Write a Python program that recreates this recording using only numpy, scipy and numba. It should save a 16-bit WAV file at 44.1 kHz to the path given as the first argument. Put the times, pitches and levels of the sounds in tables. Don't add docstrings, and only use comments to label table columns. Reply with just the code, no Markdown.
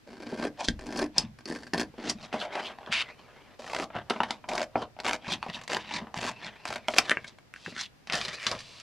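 import sys
import numpy as np
from scipy import signal
from scipy.fft import rfft, irfft
from scipy.io import wavfile
from scipy.ndimage import map_coordinates
from numba import njit

SR = 44100
rng = np.random.default_rng(int(sys.argv[2]) if len(sys.argv) > 2 else 0)


def store_wav(level_fs):
    pcm = np.round(np.clip(np.atleast_2d(level_fs), -1, 1) * 32767)
    wavfile.write(sys.argv[1], SR, pcm.T.astype(np.int16))


N = 388951
TIME = np.arange(N) / SR


# start in seconds, level in dB, brightness in dB.
CRACKS = [(0.222, -47.5, 3), (0.267, -38, -11), (0.292, -51.5, 1), (0.301, -55, 9), (0.323, -33, -46),
          (0.339, -45, -9), (0.377, -50, -16), (0.399, -36, -17), (0.426, -33, -11), (0.439, -34, -2),
          (0.451, -30, -10), (0.47, -41, -3), (0.48, -43, -6), (0.792, -44.5, -5), (0.81, -50, 0),
          (0.859, -49, 10), (0.868, -44.5, 10), (0.889, -41, -12), (0.897, -52, -5), (0.909, -58, -3),
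          (0.925, -41.5, 7), (0.959, -39, 6), (0.973, -38.5, 22), (0.991, -33, 7), (1.012, -34, -7),
          (1.027, -32, -1.5), (1.041, -33, -2), (1.06, -44, -3), (1.456, -39.5, 6), (1.48, -47, 2),
          (1.511, -33.5, -14), (1.524, -35, -6.5), (1.56, -38, 1), (1.735, -27, 5.5), (1.745, -27, -5),
          (1.75, -35.5, -7), (1.779, -31, 5), (1.797, -28, -2), (1.804, -37.5, 18), (1.812, -34.5, 9),
          (1.815, -31.5, -13), (1.831, -40.5, -1.5), (1.94, -50, -25), (1.988, -39, -35),
          (3.595, -47.5, -8), (3.621, -47, -4), (3.642, -45, 0), (3.665, -43, -2), (3.678, -42, 5),
          (3.699, -39.5, 0), (3.715, -47, 6), (3.732, -33, 7), (3.747, -31.5, 2), (3.764, -32, 0),
          (3.786, -34.5, 1), (3.799, -29, -5.5), (3.81, -44, -2), (3.824, -32.5, -12), (3.838, -55, -1),
          (4.489, -33, 6), (4.495, -42, 7), (4.516, -34, -22), (4.523, -41, -5), (4.535, -31, -1),
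          (4.554, -39, 14), (4.563, -41, -10), (4.579, -29, 1), (4.583, -44, -8), (4.595, -33, -10),
          (4.605, -36.5, -2), (4.616, -31, 6), (4.629, -34.5, 7), (4.639, -42.5, 4), (4.989, -42, -10),
          (5.001, -36.5, 1), (5.046, -34, -4), (5.053, -31, -3), (5.065, -28, -0.5), (5.078, -31, 7),
          (5.083, -29.5, 2), (5.094, -28.5, 4), (5.111, -29.5, 1), (5.126, -37, 0), (5.132, -27.5, 4),
          (5.143, -33, 1), (5.151, -39.5, 6), (5.161, -46, 12), (5.615, -44.5, 11.5), (5.637, -48, 12),
          (5.678, -37.5, 11), (5.703, -37, 1), (5.718, -32, -1), (5.733, -29, 6), (5.747, -29, 4),
          (5.768, -27.5, 1), (6.142, -35.5, 1), (6.164, -40.5, -4), (6.175, -37, 10), (6.187, -35.5, -1),
          (6.213, -37, 6), (6.227, -33, 3), (6.239, -33.5, 7), (6.25, -34.5, 0), (6.265, -36.5, 8),
          (6.279, -41, 0), (6.291, -38.5, 12), (6.314, -43, 7), (6.654, -32.5, 6), (6.676, -37, 10.5),
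          (6.686, -41, 11.5), (6.704, -34.5, 2), (6.726, -34.5, 3), (6.738, -40.5, 13.5), (6.758, -33, 2),
          (6.781, -53, -5), (6.884, -23.5, 4), (6.908, -45, -3.5), (6.938, -31.5, -6), (6.964, -32, -4),
          (6.977, -36, 10), (6.984, -12.5, 14)]
# start in seconds, length in seconds, first level in dB,
# last level in dB, body in dB, edge in dB.
STROKES = [(0.071, 0.39, -58.5, -41.5, 7, -8.5), (0.802, 0.22, -60, -38, 9, -5.5),
           (1.476, 0.24, -52.5, -74.5, 6.5, -1), (1.734, 0.088, -50.5, -37.5, -4, -6),
           (1.983, .12, -50.5, -42.5, 6, -17), (3.592, 0.25, -53, -45.5, 4, 0),
           (4.484, 0.13, -47.5, -46, 10.5, 0), (5.036, 0.11, -42, -44, 1, -5),
           (5.697, 0.076, -37, -42.5, -3.5, -4), (6.154, 0.14, -46.5, -34.5, -6.5, -4),
           (6.654, 0.125, -43, -48, -10.5, -6), (6.877, 0.11, -54, -35.5, -14, 3.5)]
# start in seconds, level in dB.
TICKS = [(0.644, -43), (1.388, -51), (1.408, -52), (1.55, -43.5), (1.569, -47), (1.588, -47.5),
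         (1.625, -52), (1.633, -48), (1.668, -48), (1.676, -49)]
# fastest moment in seconds,
# rise in seconds, fall in seconds (each spans 20 dB), level in dB, body in dB, edge in dB.
SLIDES = [(0.606, 0.032, 0.05, -38.5, -13, 1), (0.648, 0.025, 0.043, -46.5, -3, 8.5),
          (0.683, 0.015, 0.022, -35.5, -5.5, 4), (1.188, 0.039, 0.067, -34.5, -1, -3),
          (2.095, 0.12, 0.032, -39.5, -5, -1), (2.103, 0.018, 0.016, -37, -18, 8),
          (2.251, 0.1, 0.055, -44.5, -1.5, -5), (5.327, 0.096, 0.053, -32, -3, -4.5),
          (5.56, 0.04, 0.12, -42.5, -3.5, -6.5), (5.80, 0.023, 0.066, -41.5, -34, -9),
          (5.954, 0.11, 0.064, -30.5, -7, -7), (6.467, 0.08, 0.039, -35.5, -6.5, -9.5),
          (7.277, 0.02, 0.043, -47.5, -5.5, 3), (7.813, 0.09, 0.041, -36.5, -18, 1.5)]
# start in seconds, level in dB, burst length in seconds, body in dB, edge in dB.
SNAPS = [(0.685, -22.5, 0.0019, -5.5, -18), (1.182, -18.5, 0.00055, -1, 11), (2.097, -27.5, 0.0086, 4, 17),
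         (6.986, -24, 0.0012, -4, 2.5)]
# start in seconds, level in dB, burst length in seconds,
# body in dB, edge in dB.
KNOCKS = [(7.096, -24.5, 0.0012, -3, 6.5), (7.109, -26.5, 0.002, -6, 5), (7.115, -18.5, 0.0025, -1.5, -9),
          (7.171, -28.5, 0.0012, 5.5, -38), (7.244, -41.5, 0.0067, 2, 1), (7.386, -52, 0.0016, 17, 2),
          (7.539, -42.5, 0.00074, -10, -3), (7.561, -44.5, 0.0021, 2, -5), (7.662, -36, 0.0013, 7, -32),
          (7.678, -38.5, 0.0034, 21, -12), (7.724, -43.5, 0.0033, 14, -6), (7.764, -41, 0.003, 3, -2)]
# start in seconds, level in dB, burst length in seconds,
# body in dB, edge in dB.
POPS = [(0.595, -49, 0.002, 22, -2), (0.609, -42, 0.0011, 21, 2), (0.628, -41, 0.002, 36, -2),
        (2.342, -29.5, 0.016, 19, -22), (2.786, -45, 0.0017, 12, 9), (2.831, -52, 0.0012, -4, -14),
        (2.862, -46.5, 0.0011, -11, 6), (3.903, -45, 0.0042, 9, -12), (3.952, -39.5, 0.0022, 17, 17),
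        (4.099, -29, 0.0055, 6.5, 23), (4.106, -22.5, 0.0036, 8.5, 2), (4.162, -37, 0.0031, 9, -8),
        (4.204, -22.5, 0.00085, 11.5, -3), (4.234, -27.5, 0.0022, 5.5, 7), (4.307, -27.5, 0.0017, 2.5, 19),
        (4.441, -44.5, 0.0031, 8, -22.5), (4.756, -22.5, 0.0026, 19, -52), (4.966, -49.5, 0.0012, 10, -10),
        (5.289, -37.5, 0.0013, 15.5, 8), (5.428, -32.5, 0.0004, 3, 6), (5.464, -36.5, 0.0027, 20, 9),
        (5.499, -38.5, 0.0019, -17, 6), (5.538, -46, 0.00074, -20, 0), (5.913, -38, 0.0004, 7, 5),
        (6.07, -47, 0.001, 7, -6), (6.993, -36, 0.012, 9.5, 2)]
# start in seconds, length in seconds, first level in dB,
# last level in dB, body in dB, edge in dB.
DRAGS = [(2.334, 0.12, -41.5, -37, -1.5, -8), (2.531, 0.18, -35.5, -39.5, -1.5, -11.5),
         (2.76, 0.16, -63.5, -49, 4.5, -13), (3.025, 0.087, -48.5, -43, -5.5, -16),
         (3.184, 0.36, -55, -56.5, -1, -14), (3.963, 0.03, -35, -42, 1, -19),
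         (4.112, 0.25, -45.5, -49, 1, -8.5), (4.769, 0.058, -42, -38, 5.5, -12),
         (5.427, 0.081, -49, -48, -1.5, -9), (5.99, 0.14, -49.5, -66, 8.5, -25),
         (6.336, 0.56, -52, -52.5, -5, -13.5), (7.02, 0.31, -39.5, -61.5, -6, -6.5),
         (7.56, .15, -56.5, -46.5, -8, 1), (8.132, 0.13, -31, -35.5, -9, -2.5),
         (8.332, 0.025, -36.5, -37, -10.5, -3.5), (8.401, 0.052, -42.5, -34, -16, -1.5),
         (8.482, 0.1, -35, -43.5, -7, -3.5)]
# start in seconds, length in seconds,
# first level in dB, last level in dB, body in dB, edge in dB.
SWISHES = [(2.921, 0.021, -27, -23, -29, -7.5), (2.948, 0.076, -27.5, -28.5, -18.5, -11),
           (8.595, .22, -53, -51.5, -9.5, -1.5)]
# start in seconds, level in dB,
# burst length in seconds, body in dB, edge in dB.
TAPS = [(2.926, -27.5, 0.0005, -11, -16), (8.073, -42.5, 0.002, 1, -5), (8.099, -29.5, 0.002, -8.5, -16),
        (8.124, -30, 0.0023, 6.5, 2.5), (8.139, -33, 0.0023, 18, -15), (8.154, -31.5, 0.001, 12, 22),
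        (8.175, -41, 0.001, 10, 19), (8.214, -30, 0.0016, -6, -7), (8.283, -33, 0.017, -1, -3),
        (8.467, -22, 0.0058, -7, -3), (8.515, -29, 0.0025, 7.5, -2), (8.551, -40, 0.002, 6, -13),
        (8.591, -42, 0.01, -23, 2), (8.605, -42.5, 0.005, -20, -3), (8.8, -45.5, 0.0016, -12, -3)]
# loudest moment in seconds, length in seconds,
# first pitch in Hz, last pitch in Hz, level in dB.
SCRAPES = [(0.611, 0.047, 740, 680, -35.5), (2.413, 0.043, 3760, 2840, -36), (2.465, 0.079, 830, 507, -41),
           (2.576, 0.028, 660, 880, -35), (2.665, 0.045, 2740, 3180, -37),
           (5.263, 0.028, 2350, 2180, -42.5), (5.328, 0.034, 3700, 3200, -29),
           (5.546, 0.034, 3360, 3200, -37), (7.797, 0.071, 1490, 2090, -40), (7.84, 0.049, 3680, 3280, -39),
           (8.148, 0.08, 730, 597, -38), (8.53, 0.023, 1240, 900, -33), (8.536, 0.066, 626, 565, -38.5)]
# start in seconds, peak level in dB.
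BUMPS = [(0.686, -26.5), (1.236, -30.5), (2.081, -37.5), (2.151, -38.5), (2.336, -27.5), (2.895, -35),
         (3.956, -31.5), (4.754, -32), (5.277, -34.5), (5.487, -34.5), (6.017, -33), (6.169, -32.5),
         (6.3, -41.5), (6.691, -37.5), (7.171, -48), (7.667, -37), (8.464, -36)]

# frequency in Hz, level in dB.
LAID_TONE = [(60, -15), (130, -10), (250, 8.5), (450, 1), (750, -3.5), (1150, -5.5), (1650, -7), (2400, -6),
             (3400, -14), (4800, -9.5), (7000, -18.5), (10000, -25.5), (15000, -49)]
# frequency in Hz, level in dB.
LIFTED_TONE = [(60, -19), (130, -14.5), (250, 0), (450, -3), (750, 0.5), (1150, 0), (1650, -3), (2400, 0.5),
               (3400, -6.5), (4800, -9.5), (7000, -16), (10000, -28.5), (15000, -46)]
# frequency in Hz, level in dB.
POP_TONE = [(60, -27), (130, -18), (250, 1), (450, -4.5), (750, 1.5), (1150, 3), (1650, 3), (2400, 0),
            (3400, -3.5), (4800, -18.5), (7000, -31.5), (10000, -37.5), (15000, -72.5)]
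# frequency in Hz, level in dB.
SNAP_TONE = [(60, -5), (130, -21.5), (250, 6), (450, 2), (750, -10), (1150, -23.5), (1650, -9.5),
             (2400, -17.5), (3400, -2.5), (4800, 5), (7000, -3), (10000, -16), (15000, -50.5)]
# frequency in Hz, level in dB.
KNOCK_TONE = [(60, -27.5), (130, -8), (250, 2.5), (450, -4.5), (750, -8.5), (1150, -5), (1650, 11),
              (2400, -0.5), (3400, -3.5), (4800, -14), (7000, -16.5), (10000, -21.5), (15000, -63.5)]
# frequency in Hz, level in dB.
TAP_TONE = [(60, -11), (130, 2), (250, 1), (450, -8), (750, -2), (1150, 5), (1650, -1.5), (2400, 1.5),
            (3400, 2.5), (4800, 5), (7000, -7.5), (10000, -18.5), (15000, -44)]
# frequency in Hz, level in dB.
SLIDE_TONE = [(60, -20.5), (215, -2), (440, -13), (750, -8), (1300, -10), (1900, -10.5), (2500, -11.5),
              (3500, -14), (5700, -11.5), (9500, -27), (15000, -65)]
# frequency in Hz, level in dB.
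DRAG_TONE = [(60, -54.5), (200, -4), (400, 1.5), (650, -1), (1100, -0.5), (1700, 3), (2600, 0),
             (3600, -8.5), (5200, -8), (9500, -21.5), (15000, -44.5)]
# frequency in Hz, level in dB.
SWISH_TONE = [(60, -23), (200, -13.5), (600, -12), (1100, -8), (1700, -7), (2600, 2), (3400, -3.5),
              (4500, -3), (6000, -12), (9500, -23), (15000, -56)]
# frequency in Hz, level in dB.
BUMP_TONE = [(25, -14), (50, -12), (85, -3), (140, 3.5), (220, 6), (400, -31), (1000, -63.5)]
# frequency in Hz, level in dB.
QUIET_TONE = [(20, -12.5), (55, -1), (130, 1), (215, -1.5), (600, -9), (1150, -13), (1800, -13),
              (3500, -19), (5000, -19.5), (8000, -29), (15000, -34.5)]

# frequency in Hz, 60 dB decay in seconds, level over the dry sound in dB.
BLADE_MODES = [(1584, 0.05, 6), (1760, 0.027, 1.5), (3300, 0.037, 2), (4480, 0.033, 4), (5180, 0.033, 0),
               (5590, 0.075, -13), (6000, .05, -13), (7260, 0.068, -5.5), (8500, .06, -2), (9740, 0.096, 0)]
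# frequency in Hz, 60 dB decay in seconds, level over the dry sound in dB.
HANDLE_MODES = [(1525, 0.035, -6), (1615, .04, -5), (2250, 0.02, -5), (2740, .04, -3), (3080, .04, -2)]
# frequency in Hz, 60 dB decay in seconds, level over the dry sound in dB.
TABLE_MODES = [(212, 0.16, -8), (252, 0.18, -12), (543, .08, -7), (618, 0.11, -1.5), (709, 0.12, -6),
               (888, 0.09, -7)]
# frequency in Hz, width in Hz, level in dB.
SHEET_MODES = [(930, 120, -6.5), (1820, 370, -3), (2304, 210, 7), (3410, 650, 3.5)]
# frequency in Hz, 60 dB decay in seconds, echo level in dB.
ROOM = [(101.5, 0.67, 1.5), (177, 0.26, -2), (250, 0.19, -6), (709, 0.17, -7.5), (1454, 0.11, -9.5),
        (4400, 0.12, -17), (9930, 0.087, -11.5)]
# frequency in Hz, level in dB.
WIDTH = [(60, -25.5), (200, -28), (600, -31.5), (1500, -28), (3000, -18.5), (6000, -9.5), (11000, -2.5),
         (15000, -1.5)]

LIFT_S = 3
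CRACK_S, CRACK_USUAL_DB, CRACK_HALVING_DB = 0.0034, -28, 29.5
SPLIT_JUMP_S, SPLIT_CHIP_S = 0.0012, 0.0005
STROKE_ATTACK_S, STROKE_RELEASE_S = 0.0049, 0.027
STROKE_CURVE = 1.8
TICK_S, TICK_BODY_DB = 0.0026, 1.5
SLIDE_ROUNDNESS = 1.23
DRAG_ATTACK_S, DRAG_RELEASE_S = 0.036, 0.041
SWISH_ATTACK_S, SWISH_RELEASE_S = 0.0096, 0.0067
SCRAPE_WIDTH, SCRAPE_FADE_DB = 0.49, 10
SHEET_RING_S, HANDLE_RING_S = 0.009, 0.005
BODY_HZ, EDGE_HZ = 1050, 3700
BODY_FADE_DB, EDGE_FADE_DB = 18.5, 31
QUIET_DB = -63.5
TOP_HZ = 15000


def cutting():
    laid = ring(cutting_on_mat(), BLADE_MODES, db=2.0)
    lifted = ring(cutting_lifted(), BLADE_MODES, db=-7.5)
    return laid + lifted


def cutting_on_mat():
    cut = splits(cracks(lifted=False), LAID_TONE, flutter_db=-12, flutter_s=SHEET_RING_S, flutter_hz=1800)
    tearing = grains(rate=500, spread_db=3.0, hiss_db=-8)
    tearing *= stutter(rate=65, decay_s=0.0039, spread_db=4.0, steady_db=-7.5)
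    cut += rub(strokes(lifted=False), tearing, LAID_TONE)
    return flap(cut, hz=356, width_hz=100, db=-0.5, sway_db=-2.0)


def cutting_lifted():
    cut = splits(cracks(lifted=True), LIFTED_TONE, flutter_db=-14, flutter_s=SHEET_RING_S, flutter_hz=1110)
    tearing = grains(rate=600, spread_db=0.5, hiss_db=-17.5)
    tearing *= stutter(rate=130, decay_s=0.0011, spread_db=5.0, steady_db=-16.5)
    cut += rub(strokes(lifted=True), tearing, LIFTED_TONE)
    return flap(cut, hz=778, width_hz=67, db=4.5, sway_db=3.0)


def cracks(lifted):
    rows = []
    for s, db, bright_db in CRACKS:
        if (s >= LIFT_S) == lifted:
            burst_s = CRACK_S * 2 ** ((CRACK_USUAL_DB - db) / CRACK_HALVING_DB)
            rows.append((s, db, burst_s, -bright_db / 2, bright_db / 2))
    return rows


def splits(rows, tone, flutter_db, flutter_s, flutter_hz, first_db=-12, uneven_db=3.5, colour_db=2,
           count=7, size=4096):
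    out, t = np.zeros(N), TIME[:size]
    bending = signal.butter(2, flutter_hz, fs=SR, output="sos")
    for s, db, burst_s, body_db, edge_db in rows:
        chance = rng.standard_normal((5, size))
        waits = SPLIT_JUMP_S * np.exp(chance[0, :count] / 2)
        jumps = np.append(0, np.cumsum(waits))
        force = undb(first_db) * unit(1. * (t == 0))
        for at, luck in zip(jumps, chance[1]):
            chip = (t >= at) * chance[2] * np.exp(-np.abs(t - at) / SPLIT_CHIP_S)
            force = force + unit(chip) * undb(uneven_db * luck) * np.exp(-at / burst_s)
        flutter = signal.sosfilt(bending, chance[3] * np.exp(-t / flutter_s))
        force = unit(force) + undb(flutter_db) * unit(flutter)
        sound = through(force, response(varied(tone, colour_db, chance[4]), body_db, edge_db))
        add(out, s, sound * undb(db) / np.sqrt(np.mean(sound[:SR // 100] ** 2)))
    return out


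def strokes(lifted):
    rows = [row for row in STROKES if (row[0] >= LIFT_S) == lifted]
    return [push(row, STROKE_ATTACK_S, STROKE_RELEASE_S, STROKE_CURVE) for row in rows]


def flap(x, hz, width_hz, db, sway_db):
    return x + undb(db) * bandpass(x, hz * waver(18, sway_db), float(width_hz))


def scissors():
    tick_rows = [(s, db, TICK_S, TICK_BODY_DB, 0) for s, db in TICKS]
    ticks = blows(tick_rows, LAID_TONE, first_db=-10, flutter_db=-6, flutter_s=0.0059)
    snaps = blows(SNAPS, SNAP_TONE, first_db=-5.0, flutter_db=-17.5, flutter_s=0.0073, strain_db=-26.0)
    knocks = blows(KNOCKS, KNOCK_TONE, first_db=-9.5, flutter_db=-26.5, flutter_s=HANDLE_RING_S, strain_db=-39.0)
    blades = ring(ticks, BLADE_MODES, db=7) + ring(snaps, BLADE_MODES, db=3.0)
    return slides() + blades + ring(knocks, HANDLE_MODES, db=1.5)


def slides():
    slips = grains(rate=1300, spread_db=2.5, hiss_db=-10.5) * waver(rate=280, depth_db=2.5)
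    slips = flex(slips, rate=45, bend_db=1.5, plain_db=-5.5)
    return rub(map(swell, SLIDES), slips, SLIDE_TONE)


def sheet():
    pops = blows(POPS, POP_TONE, first_db=-2.5, flutter_db=-4.0, flutter_s=0.013, strain_db=-44, rise_s=0.00086)
    pops = flap(pops, hz=930, width_hz=210, db=0.5, sway_db=0.5)
    taps = blows(TAPS, TAP_TONE, first_db=1.0, flutter_db=-0.5, flutter_s=0.014, strain_db=-50.0)
    return drags() + swishes() + pops + taps


def drags():
    slips = grains(rate=1000, spread_db=0.5, hiss_db=-7)
    slips *= stutter(rate=25, decay_s=0.012, spread_db=-6.0, steady_db=-5.0)
    slips = flex(slips, rate=24, bend_db=1.55, plain_db=-6.0)
    return rub([push(row, DRAG_ATTACK_S, DRAG_RELEASE_S) for row in DRAGS], slips, DRAG_TONE)


def swishes():
    slips = grains(rate=5000, spread_db=3.5, hiss_db=-1.5)
    return rub([push(row, SWISH_ATTACK_S, SWISH_RELEASE_S) for row in SWISHES], slips, SWISH_TONE)


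def scrapes(rate=1100):
    out = np.zeros(N)
    slips = grains(rate, spread_db=0.5, hiss_db=-19.5)
    slips *= stutter(rate=63, decay_s=0.0074, spread_db=7.0, steady_db=5)
    for s, length, first_hz, last_hz, db in SCRAPES:
        span = slice(*np.searchsorted(TIME, [s - length, s + length]))
        t = (TIME[span] - s) / length
        hz = first_hz * (last_hz / first_hz) ** (t + .5)
        width = SCRAPE_WIDTH * np.sqrt(first_hz * last_hz)
        tone = bandpass(bandpass(slips[span], hz, width), hz, width)
        out[span] += unit(tone) * undb(db - SCRAPE_FADE_DB * (2 * t) ** 2)
    return out


def bumps(decay_s=0.0052, size=8192):
    out, t = np.zeros(N), TIME[:size]
    for s, db in BUMPS:
        thud = through(rng.standard_normal(size) * np.exp(-t / decay_s), response(BUMP_TONE))
        add(out, s, thud / np.abs(thud).max() * undb(db))
    return out


def mat_echo(x, lag_s, db, sway_db):
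    lag = lag_s * SR * waver(1.8, sway_db)
    echo = map_coordinates(x, [np.arange(N) - lag], order=3)
    return (x + undb(db) * echo) / np.hypot(1, undb(db))


def room(x, build_s=.005):
    t = TIME[:SR // 2]
    hz = np.fft.rfftfreq(len(t), 1 / SR)
    noise = rfft(rng.standard_normal(len(t)))
    centres = [row[0] for row in ROOM]
    h = 0
    for share, (_, t60, db) in zip(np.eye(len(ROOM)), ROOM):
        band = irfft(noise * along(list(zip(centres, share)), hz), len(t))
        fade = np.exp(-np.log(1000) * t / t60) * (1 - np.exp(-(t / build_s) ** 2))
        h = h + undb(db) * band * fade / np.linalg.norm(fade)
    return x + through(x, h)


def room_noise(db):
    return undb(db) * unit(through(rng.standard_normal(N), response(QUIET_TONE)))


def port_difference(mid):
    scatter = rng.standard_normal(1024) * np.exp(-TIME[:1024] / .006)
    return through(through(mid, scatter / np.linalg.norm(scatter)), response(WIDTH))


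def blows(rows, tone, first_db, flutter_db, flutter_s, strain_db=-12, strain_s=0.00088, rise_s=0.0001,
          uneven_db=5.5, colour_db=1.34, size=4096):
    lead = SR // 100
    out, t = np.zeros(N), TIME[:size] - TIME[lead]
    after = np.maximum(t, 0)
    for s, db, burst_s, body_db, edge_db in rows:
        chance = rng.standard_normal((3, size))
        strain = (t < 0) * chance[2] * np.exp(-np.abs(t) / strain_s)
        fractures = chance[0] * undb(uneven_db * chance[1])
        burst = fractures * (1 - np.exp(-after / rise_s)) * np.exp(-after / max(burst_s, 1e-4))
        flutter = (t >= 0) * chance[2] * np.exp(-after / flutter_s)
        force = undb(strain_db) * unit(strain) + undb(first_db) * unit(1. * (t == 0))
        force = force + unit(burst) + undb(flutter_db) * unit(flutter)
        sound = through(force, response(varied(tone, colour_db, chance[1]), body_db, edge_db))
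        loudness = np.sqrt(np.mean(sound[lead:2 * lead] ** 2))
        add(out, s - lead / SR, sound * undb(db) / loudness)
    return out


def varied(tone, colour_db, shifts):
    return [(hz, tone_db + colour_db * shift) for (hz, tone_db), shift in zip(tone, shifts)]


def rub(moves, slips, tone):
    sound = through(slips, response(tone))
    level = np.zeros((3, N))
    for span, gains in moves:
        level[:, span] += gains
    bands = [(BODY_HZ, "low"), ([BODY_HZ, EDGE_HZ], "band"), (EDGE_HZ, "high")]
    parts = [signal.sosfilt(signal.butter(3, hz, kind, fs=SR, output="sos"), sound) for hz, kind in bands]
    return sum(gain * unit(part) for gain, part in zip(level, parts))


def push(row, attack_s, release_s, curve=1):
    s, length, first_db, last_db, body_db, edge_db = row
    span = slice(*np.searchsorted(TIME, [s - 4 * attack_s, s + length + 6 * release_s]))
    t = TIME[span] - s
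    held_db = first_db + (last_db - first_db) * np.clip(t / length, 0, 1) ** curve
    slowed = np.maximum(-t, 0) / attack_s + np.maximum(t - length, 0) / release_s
    return span, dulled(held_db, body_db, edge_db, slowed)


def swell(row):
    s, rise_s, fall_s, db, body_db, edge_db = row
    span = slice(*np.searchsorted(TIME, [s - 4 * rise_s, s + 4 * fall_s]))
    slowed = np.maximum((s - TIME[span]) / rise_s, (TIME[span] - s) / fall_s) ** SLIDE_ROUNDNESS
    return span, dulled(db, body_db, edge_db, slowed)


def dulled(db, body_db, edge_db, slowed):
    body = db + body_db - BODY_FADE_DB * slowed
    middle = db - 20 * slowed
    edge = db + edge_db - EDGE_FADE_DB * slowed
    return undb([body, middle, edge])


def grains(rate, spread_db, hiss_db):
    size = undb(spread_db * np.minimum(rng.exponential(size=N), 4))
    slips = (rng.random(N) < rate / SR) * size * rng.choice([-1, 1], N)
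    return unit(slips) + undb(hiss_db) * rng.standard_normal(N)


def stutter(rate, decay_s, spread_db, steady_db, rise_s=0.0051, count=2048):
    chance = rng.standard_normal((count, 2))
    starts = np.append(0, np.cumsum(np.exp(chance[1:, 0] / 2)) / rate)
    last = np.searchsorted(starts, TIME, side="right") - 1
    since = TIME - starts[last]
    height = undb(spread_db * np.clip(chance[last, 1], -2, 1))
    leap = height * (1 - np.exp(-since / rise_s)) * np.exp(-since / decay_s)
    return unit(leap + undb(steady_db))


def waver(rate, depth_db):
    knots = rng.uniform(-np.sqrt(3), np.sqrt(3), 4096)
    return undb(depth_db * np.interp(TIME * rate, np.arange(len(knots)), knots))


def flex(x, rate, bend_db, plain_db):
    bend = waver(rate, bend_db)
    out = undb(plain_db) * x
    for hz, width, db in SHEET_MODES:
        centre = np.minimum(hz * bend * waver(rate, bend_db / 2), SR / 4)
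        out = out + undb(db) * bandpass(x, centre, float(width))
    return out


def ring(x, modes, db=0):
    t = TIME[:SR // 2]
    h = 0
    for hz, t60, mode_db in modes:
        decay = np.log(1000) / t60
        gain = undb(mode_db + db) * 2 * decay / SR
        h = h + gain * np.exp(-decay * t) * np.cos(2 * np.pi * hz * t)
    return x + through(x, h)


@njit
def bandpass(x, hz, width):
    y, band, low = np.empty(len(x)), 0., 0.
    for i in range(len(x)):
        g, k = np.tan(np.pi * hz[i] / SR), width / hz[i]
        v = (band + g * (x[i] - low)) / (1 + g * (g + k))
        band, low, y[i] = 2 * v - band, low + 2 * g * v, k * v
    return y


def response(tone, body_db=0, edge_db=0, size=4096):
    hz = np.fft.rfftfreq(size, 1 / SR)
    body = along([(BODY_HZ / np.sqrt(2), 1), (BODY_HZ * np.sqrt(2), 0)], hz)
    edge = along([(EDGE_HZ / np.sqrt(2), 0), (EDGE_HZ * np.sqrt(2), 1)], hz)
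    cepstrum = irfft(np.log(undb(along(tone, hz) + body_db * body + edge_db * edge)))
    cepstrum[1:size // 2] *= 2
    cepstrum[size // 2 + 1:] = 0
    return irfft(np.exp(rfft(cepstrum)))


def along(points, hz):
    f, value = np.transpose(points)
    return np.interp(np.log(np.maximum(hz, 1)), np.log(f), value)


def through(x, h):
    return signal.oaconvolve(x, h)[:len(x)]


def add(out, s, sound):
    i = max(int(s * SR), 0)
    out[i:i + len(sound)] += sound[:max(N - i, 0)]


def unit(x):
    return x / np.sqrt(np.mean(x ** 2) + 1e-20)


def undb(db):
    return 10 ** (np.asarray(db) / 20)


def scene():
    close = cutting() + scissors() + sheet() + scrapes()
    close = mat_echo(close, lag_s=0.001396, db=-13.5, sway_db=1.5)
    mid = room(ring(close + bumps(), TABLE_MODES, db=-1.0)) * undb(-3.5)
    mid += room_noise(QUIET_DB) * waver(rate=3.7, depth_db=1)
    side = port_difference(mid)
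    side += room_noise(QUIET_DB - 1.0)
    return np.array([(mid + side) * undb(2.5), (mid - side) * undb(2.0)])


def record(dry):
    top_cut = signal.ellip(8, .2, 70, TOP_HZ, fs=SR, output="sos")
    return signal.sosfilt(top_cut, np.tanh(dry))


dry = scene()
out = record(dry)
store_wav(out)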